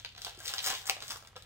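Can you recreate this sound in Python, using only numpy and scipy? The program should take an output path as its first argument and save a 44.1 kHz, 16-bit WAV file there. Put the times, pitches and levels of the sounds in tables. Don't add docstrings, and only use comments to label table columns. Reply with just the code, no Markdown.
import sys
import numpy as np
from scipy import signal
from scipy.fft import rfft, irfft
from scipy.io import wavfile
from scipy.ndimage import uniform_filter1d

SR = 44100
rng = np.random.default_rng(int(sys.argv[2]) if len(sys.argv) > 2 else 0)


def unload_wav(signal):
    wavfile.write(
        sys.argv[1],
        SR,
        np.round(np.clip(np.atleast_2d(signal).T, -1, 1) * 32767).astype(np.int16),
    )


N = 63945
T = np.arange(N) / SR

# time_s, body_db, crack_db, sizzle_db
CRINKLE_LEVELS = [(0, -61, -52, -60.5), (.035, -79, -62, -72), (.145, -85, -68, -79),
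                  (0.173, -54, -50, -65), (0.209, -65.5, -59, -61), (0.266, -58, -46.5, -53),
                  (.30, -64, -51.5, -62), (.36, -66.5, -59.5, -73), (0.429, -58.5, -53.5, -55),
                  (.48, -55.5, -40.5, -43.5), (0.514, -52.5, -43, -52), (.545, -50, -49, -46),
                  (0.594, -53, -39, -56.5), (0.62, -55.5, -47.5, -48.5), (.668, -39.5, -33, -33),
                  (0.718, -44.5, -38, -45), (.76, -59.5, -43.5, -51.5), (.80, -62, -50, -54.5),
                  (0.844, -55.5, -59.5, -63), (.88, -49.5, -42.5, -41), (.93, -58.5, -66, -63),
                  (.995, -61, -75, -67), (1.028, -53.5, -44, -53), (1.065, -64, -59, -55),
                  (1.109, -50, -41.5, -46.5), (1.16, -54.5, -63, -58.5), (1.20, -70.5, -64, -65.5),
                  (1.28, -64.5, -71, -69.5), (1.345, -77, -92, -97), (1.372, -55.5, -59, -59),
                  (1.40, -81, -62, -71), (1.45, -66, -65, -78)]
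# low_hz, high_hz
CRINKLE_BANDS = [(440, 1790), (1850, 5140), (5000, 20000)]
# frequency_hz, gain_db
FILM_SPECTRUM = [(150, -8), (300, -2), (420, -2.5), (600, -0.5), (780, 3), (1100, 1.5), (1600, 4.5),
                 (2400, -1), (3400, 6.5), (4600, 0.5), (6000, 2), (8000, 2), (9300, -5.5), (11200, -8),
                 (13000, -2.5), (15000, -5)]
BUCKLES_PER_S = 1600
RATE_SHARE = 0.45
BUCKLE_SPREAD_DB, BUCKLE_RING_S, CRINKLE_DB = 3.5, 0.00046, -2.0

# frequency_hz, level_db (rms)
HUM_TONES = [(59.5, -74), (97.5, -67), (119, -72)]
# frequency_hz, gain_db
FLOOR_SPECTRUM = [(20, -59), (40, -40), (80, -43), (130, -44), (200, -52), (400, -62), (1000, -63.5),
                  (3000, -59.5), (8000, -76), (15000, -85)]
FLOOR_SIDE_DB = -11

# start_s, body_db, crack_db, sizzle_db
CREASE_SNAPS = [(0.048, -14, -5.5, -22), (0.0596, -29.5, -12, -32.5), (0.0904, -43, -22, -34.5),
                (.1235, -41, -29, -37), (.1500, -21.5, -22, -34), (0.1794, -20, -18, -23),
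                (0.2185, -22, -14.5, -14), (.2251, -35, -24, -26), (.2477, -15, -10.5, -9.5),
                (0.2674, -4, -9.5, -33), (0.2945, -22.5, -26, -20.5), (0.3499, -30, -30, -30),
                (0.3738, -36, -33, -27), (0.3902, -41, -32, -18.5), (0.4029, -23, -22.5, -16.5),
                (0.4465, -24, -26, -18), (0.4531, -23, -24, -20), (0.4587, -43, -11.5, -13.5),
                (.4714, -29, -10.5, -12), (0.479, -32, -6.5, -8.5), (0.4915, -33, -9, -19),
                (0.4986, -10.5, -24, -18), (0.538, -8, -4.5, -9), (0.582, -31, -3.5, -16),
                (.5909, -22.5, -6, -18), (0.6425, -16, -9, -8.5), (0.6622, -21, -4, -7),
                (0.6713, -8.5, -5, -9), (0.7019, -1.5, -2, -5), (.7310, -5.5, -13, -37),
                (0.7506, -23, -8, -17.5), (.7830, -30, -23, -21), (0.817, -26, -21, -22.5),
                (0.8561, -25, -25, -16), (0.8681, -27, -19, -16), (.8702, -17, -26, -6.5),
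                (0.8891, -1, -13, -27), (.9669, -9, -16, -37), (1.0043, -35, -12.5, -22.5),
                (1.0232, -13.5, -14.5, -18.5), (1.0609, -29, -24, -29.5), (1.0802, -17, -13.5, -14.5),
                (1.1059, -12.5, -12.5, -10), (1.1197, -7, -25, -11.5), (1.1594, -11, -16, -27),
                (1.1706, -23, -35, -16.5), (1.2250, -20, -33, -31), (1.2492, -23.5, -21, -40),
                (1.273, -19, -26.5, -24.5), (1.3306, -23, -41, -57), (1.3569, -18, -25, -49),
                (1.3630, -17, -16.5, -24), (1.3670, -14.5, -20, -28), (1.4230, -29.5, -24.5, -24.5)]
SNAP_CENTRES_HZ = (890, 3280, 7250)
# frequency_hz, gain_db
SNAP_SPECTRUM = [(100, -30), (280, -13.5), (500, -5.5), (1400, 2.5), (2100, -3), (3300, 3), (5000, 3),
                 (8000, -4), (11000, -9.5), (14500, -15.5)]
SNAP_RING_S, SNAP_DB = 0.0005, -2.0
FLUTTER_S, FLUTTER_DB = 0.0019, -2

# start_s, pitch_hz, level_db (peak before decay)
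POUCH_KNOCKS = [(0.0486, 1492, -43.5), (0.2677, 373, -49), (.268, 1540, -41), (.377, 362, -46),
                (.404, 664, -49), (0.406, 1590, -43), (.467, 492, -49), (.668, 331, -46.5),
                (.695, 253, -49.5), (.722, 1066, -35), (.731, 1044, -33.5), (.967, 730, -47),
                (1.03, 437, -48.5), (1.098, 242, -51), (1.157, 460, -49), (1.3566, 555, -51),
                (1.364, 520, -46)]
KNOCK_DECAY_S = 0.0063

# frequency_hz, gain_db
POP_SPECTRUM = [(100, -35), (280, -20), (480, 1.5), (720, 4), (950, 0), (1800, 4), (2300, 12), (2850, 12.5),
                (3500, 4.5), (4300, 7), (5800, 6), (7200, 0), (8200, 1), (10500, -9), (14000, -7)]
# frequency_hz, level_db, t60_s
MODES = [(513, -43.5, 0.035), (612, -43, 0.059), (776, -35, 0.053), (1182, -38.5, 0.067)]
POP_S, POP_DB, POP_RING_S = 0.8969, -1.5, 0.00024

# delay_s, smear_s, level_db
EARLY_ECHOES = [(.0033, 0.00088, -8), (.0085, .003, -11), (.0115, 0.0029, -10)]
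# frequency_hz, gain_db
ECHO_SPECTRUM = [(200, -1.5), (750, 4.5), (1500, 0), (2500, -2.5), (4000, 1.5), (8000, -0.5), (15000, 3)]
ECHO_SPLIT_HZ = 720

# frequency_hz, level_db (against the sound sent to the room), t60_s,
# likeness (left-right correlation, no unit)
ROOM_TAIL = [(200, -4, 0.35, 0.78), (447, -3, 0.37, 0.88), (730, -2.5, 0.29, 0.39),
             (1430, -5.5, 0.22, 0.086), (2300, -4, 0.31, .02), (3160, -2.5, 0.28, 0.023),
             (5060, -5.5, 0.29, .02), (7960, -4.5, 0.26, 0.018), (15100, -4.5, .2, .02)]
ROOM_ONSET_S = 0.0071
POP_ROOM_DB, CRINKLE_ROOM_DB, KNOCK_ROOM_DB = -1.5, 1.5, -5.5

# frequency_hz, gain_db
LEFT_SPECTRUM = [(300, -0.5), (2000, -0.2), (4500, 3.5), (9000, 3), (15000, 4)]
LEFT_LAG_S = 0.00013
CUTOFF_HZ = 15750


def from_db(db):
    return 10 ** (np.asarray(db) / 20)


def at_hz(points, hz):
    f, value = np.transpose(points)
    return np.interp(np.log(np.maximum(hz, 1)), np.log(f), value)


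def convolve(x, response):
    return signal.fftconvolve(np.atleast_2d(x), np.atleast_2d(response), axes=1)[:, :N]


def colour(x, points, size=4096):
    gain = from_db(at_hz(points, np.fft.rfftfreq(size, 1 / SR)))
    cepstrum = irfft(np.log(gain))
    cepstrum[1:size // 2] *= 2
    cepstrum[size // 2 + 1:] = 0
    response = irfft(np.exp(rfft(cepstrum)))
    return signal.fftconvolve(x, response)[:len(x)]


def band(x, low_hz, high_hz, order=2):
    edges = [low_hz, min(high_hz, .45 * SR)]
    return signal.sosfilt(signal.butter(order, edges, "band", fs=SR, output="sos"), x)


def delay(x, s):
    hz = np.fft.rfftfreq(2 * N, 1 / SR)
    return irfft(rfft(x, 2 * N) * np.exp(-2j * np.pi * hz * s))[:N]


def add(out, s, sound):
    i = int(s * SR)
    out[i:i + len(sound)] += sound[:N - i]


def crinkle(size=600):
    s, *columns = np.transpose(CRINKLE_LEVELS)
    curves = np.array([np.interp(T, s, column) for column in columns])
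    mean_db = curves.mean(axis=0)
    effort_db = mean_db - mean_db.max()
    born = rng.random(N) < BUCKLES_PER_S * from_db(RATE_SHARE * effort_db) / SR
    sizes = born * from_db(BUCKLE_SPREAD_DB * np.minimum(rng.exponential(1, N), 4))
    energy = signal.lfilter([1], [1, -np.exp(-2 / (BUCKLE_RING_S * SR))], sizes ** 2 + 1e-18)
    swarm = colour(np.sqrt(energy) * rng.standard_normal(N), FILM_SPECTRUM)
    out = 0
    for (low_hz, high_hz), level_db in zip(CRINKLE_BANDS, curves):
        part = band(swarm, low_hz, high_hz, order=3)
        power = uniform_filter1d(uniform_filter1d(part ** 2, size), size)
        steady = part / np.sqrt(np.abs(power) + 1e-12)
        out = out + steady * from_db(level_db + CRINKLE_DB)
    return out


def background():
    mid, side = (colour(noise, FLOOR_SPECTRUM) for noise in rng.standard_normal((2, N)))
    hum = sum(from_db(db) * np.sqrt(2) * np.sin(2 * np.pi * (hz * T + rng.random())) for hz, db in HUM_TONES)
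    return mid + hum + from_db(FLOOR_SIDE_DB) * side * np.array([[1], [-1]])


def crease(ring_s, count=8, size=2048):
    x = signal.unit_impulse(size)
    radius = np.exp(-1 / (ring_s * SR))
    resonances_hz = 1000 + 14000 * (np.arange(count) + rng.random(count)) / count
    for hz in resonances_hz:
        a = [1, -2 * radius * np.cos(2 * np.pi * hz / SR), radius * radius]
        x = signal.lfilter(a[::-1], a, x)
    return x


def flutter(decay_s, size=2048):
    x = rng.standard_normal(size) * np.exp(-T[:size] / decay_s)
    return x / np.sqrt(np.sum(x ** 2))


def snaps():
    out = np.zeros(N)
    for s, *levels_db in CREASE_SNAPS:
        flip = crease(SNAP_RING_S) + from_db(FLUTTER_DB) * flutter(FLUTTER_S)
        add(out, s, colour(flip, list(zip(SNAP_CENTRES_HZ, levels_db))))
    return from_db(SNAP_DB) * colour(out, SNAP_SPECTRUM)


def knocks():
    out = np.zeros(N)
    for s, hz, db in POUCH_KNOCKS:
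        add(out, s, from_db(db) * np.sin(2 * np.pi * hz * T) * np.exp(-T / KNOCK_DECAY_S))
    return out


def pop():
    out = np.zeros(N)
    add(out, POP_S, from_db(POP_DB) * colour(crease(POP_RING_S), POP_SPECTRUM))
    for k, (hz, db, t60) in enumerate(MODES):
        sign = (-1) ** k
        decay = np.exp(-np.log(1000) * T / t60)
        add(out, POP_S, sign * from_db(db) * decay * np.cos(2 * np.pi * hz * T))
    return out


def echoes(x, size=4096):
    response = np.zeros((2, size))
    for side in response:
        for s, smear_s, db in EARLY_ECHOES:
            add(side, s, from_db(db) * flutter(smear_s))
    shared = 1 / (1 + (np.fft.rfftfreq(2 * size, 1 / SR) / ECHO_SPLIT_HZ) ** 2)
    left, right = rfft(response, 2 * size)
    response[1] = irfft(shared * left + np.sqrt(1 - shared ** 2) * right)[:size]
    return convolve(x, [colour(side, ECHO_SPECTRUM) for side in response])


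def room(x, count=12, size=16384):
    table, tail, t = np.array(ROOM_TAIL), 0, T[:size]
    edges = np.geomspace(120, 18000, count + 1)
    for low, high in zip(edges, edges[1:]):
        centre_hz = np.sqrt(low * high)
        db, t60, alike = (at_hz(table[:, [0, k]], centre_hz) for k in (1, 2, 3))
        alike = np.clip(alike, -1, 1)
        mid, side = band(rng.standard_normal((2, size)), low, high)
        part = np.sqrt(1 + alike) * mid + np.sqrt(1 - alike) * side * [[1], [-1]]
        part = part * np.exp(-np.log(1000) * t / t60) * np.minimum(t / ROOM_ONSET_S, 1) ** 2
        energy = np.mean(np.sum(part ** 2, axis=1))
        tail = tail + part * from_db(db) * np.sqrt((high - low) / SR * 2 / energy)
    return convolve(x, tail)


def surroundings(x, count=8):
    place = T / T[-1] * (count - 1)
    out = 0
    for k in range(count):
        part = x * np.cos(np.pi / 2 * np.minimum(np.abs(place - k), 1))
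        out = out + echoes(part) + room(part)
    return out


def scene():
    rustle, creases, bumps, seam = crinkle(), snaps(), knocks(), pop()
    packet = rustle + creases + bumps + seam
    spread = creases + from_db(CRINKLE_ROOM_DB) * rustle
    spread = spread + from_db(KNOCK_ROOM_DB) * bumps + from_db(POP_ROOM_DB) * seam
    left = colour(delay(packet, LEFT_LAG_S), LEFT_SPECTRUM)
    direct = np.array([left, packet])
    return direct + surroundings(spread) + background()


def record(dry):
    return signal.sosfilt(signal.ellip(10, .2, 80, CUTOFF_HZ, fs=SR, output="sos"), dry)


dry = scene()
out = record(dry)
unload_wav(out)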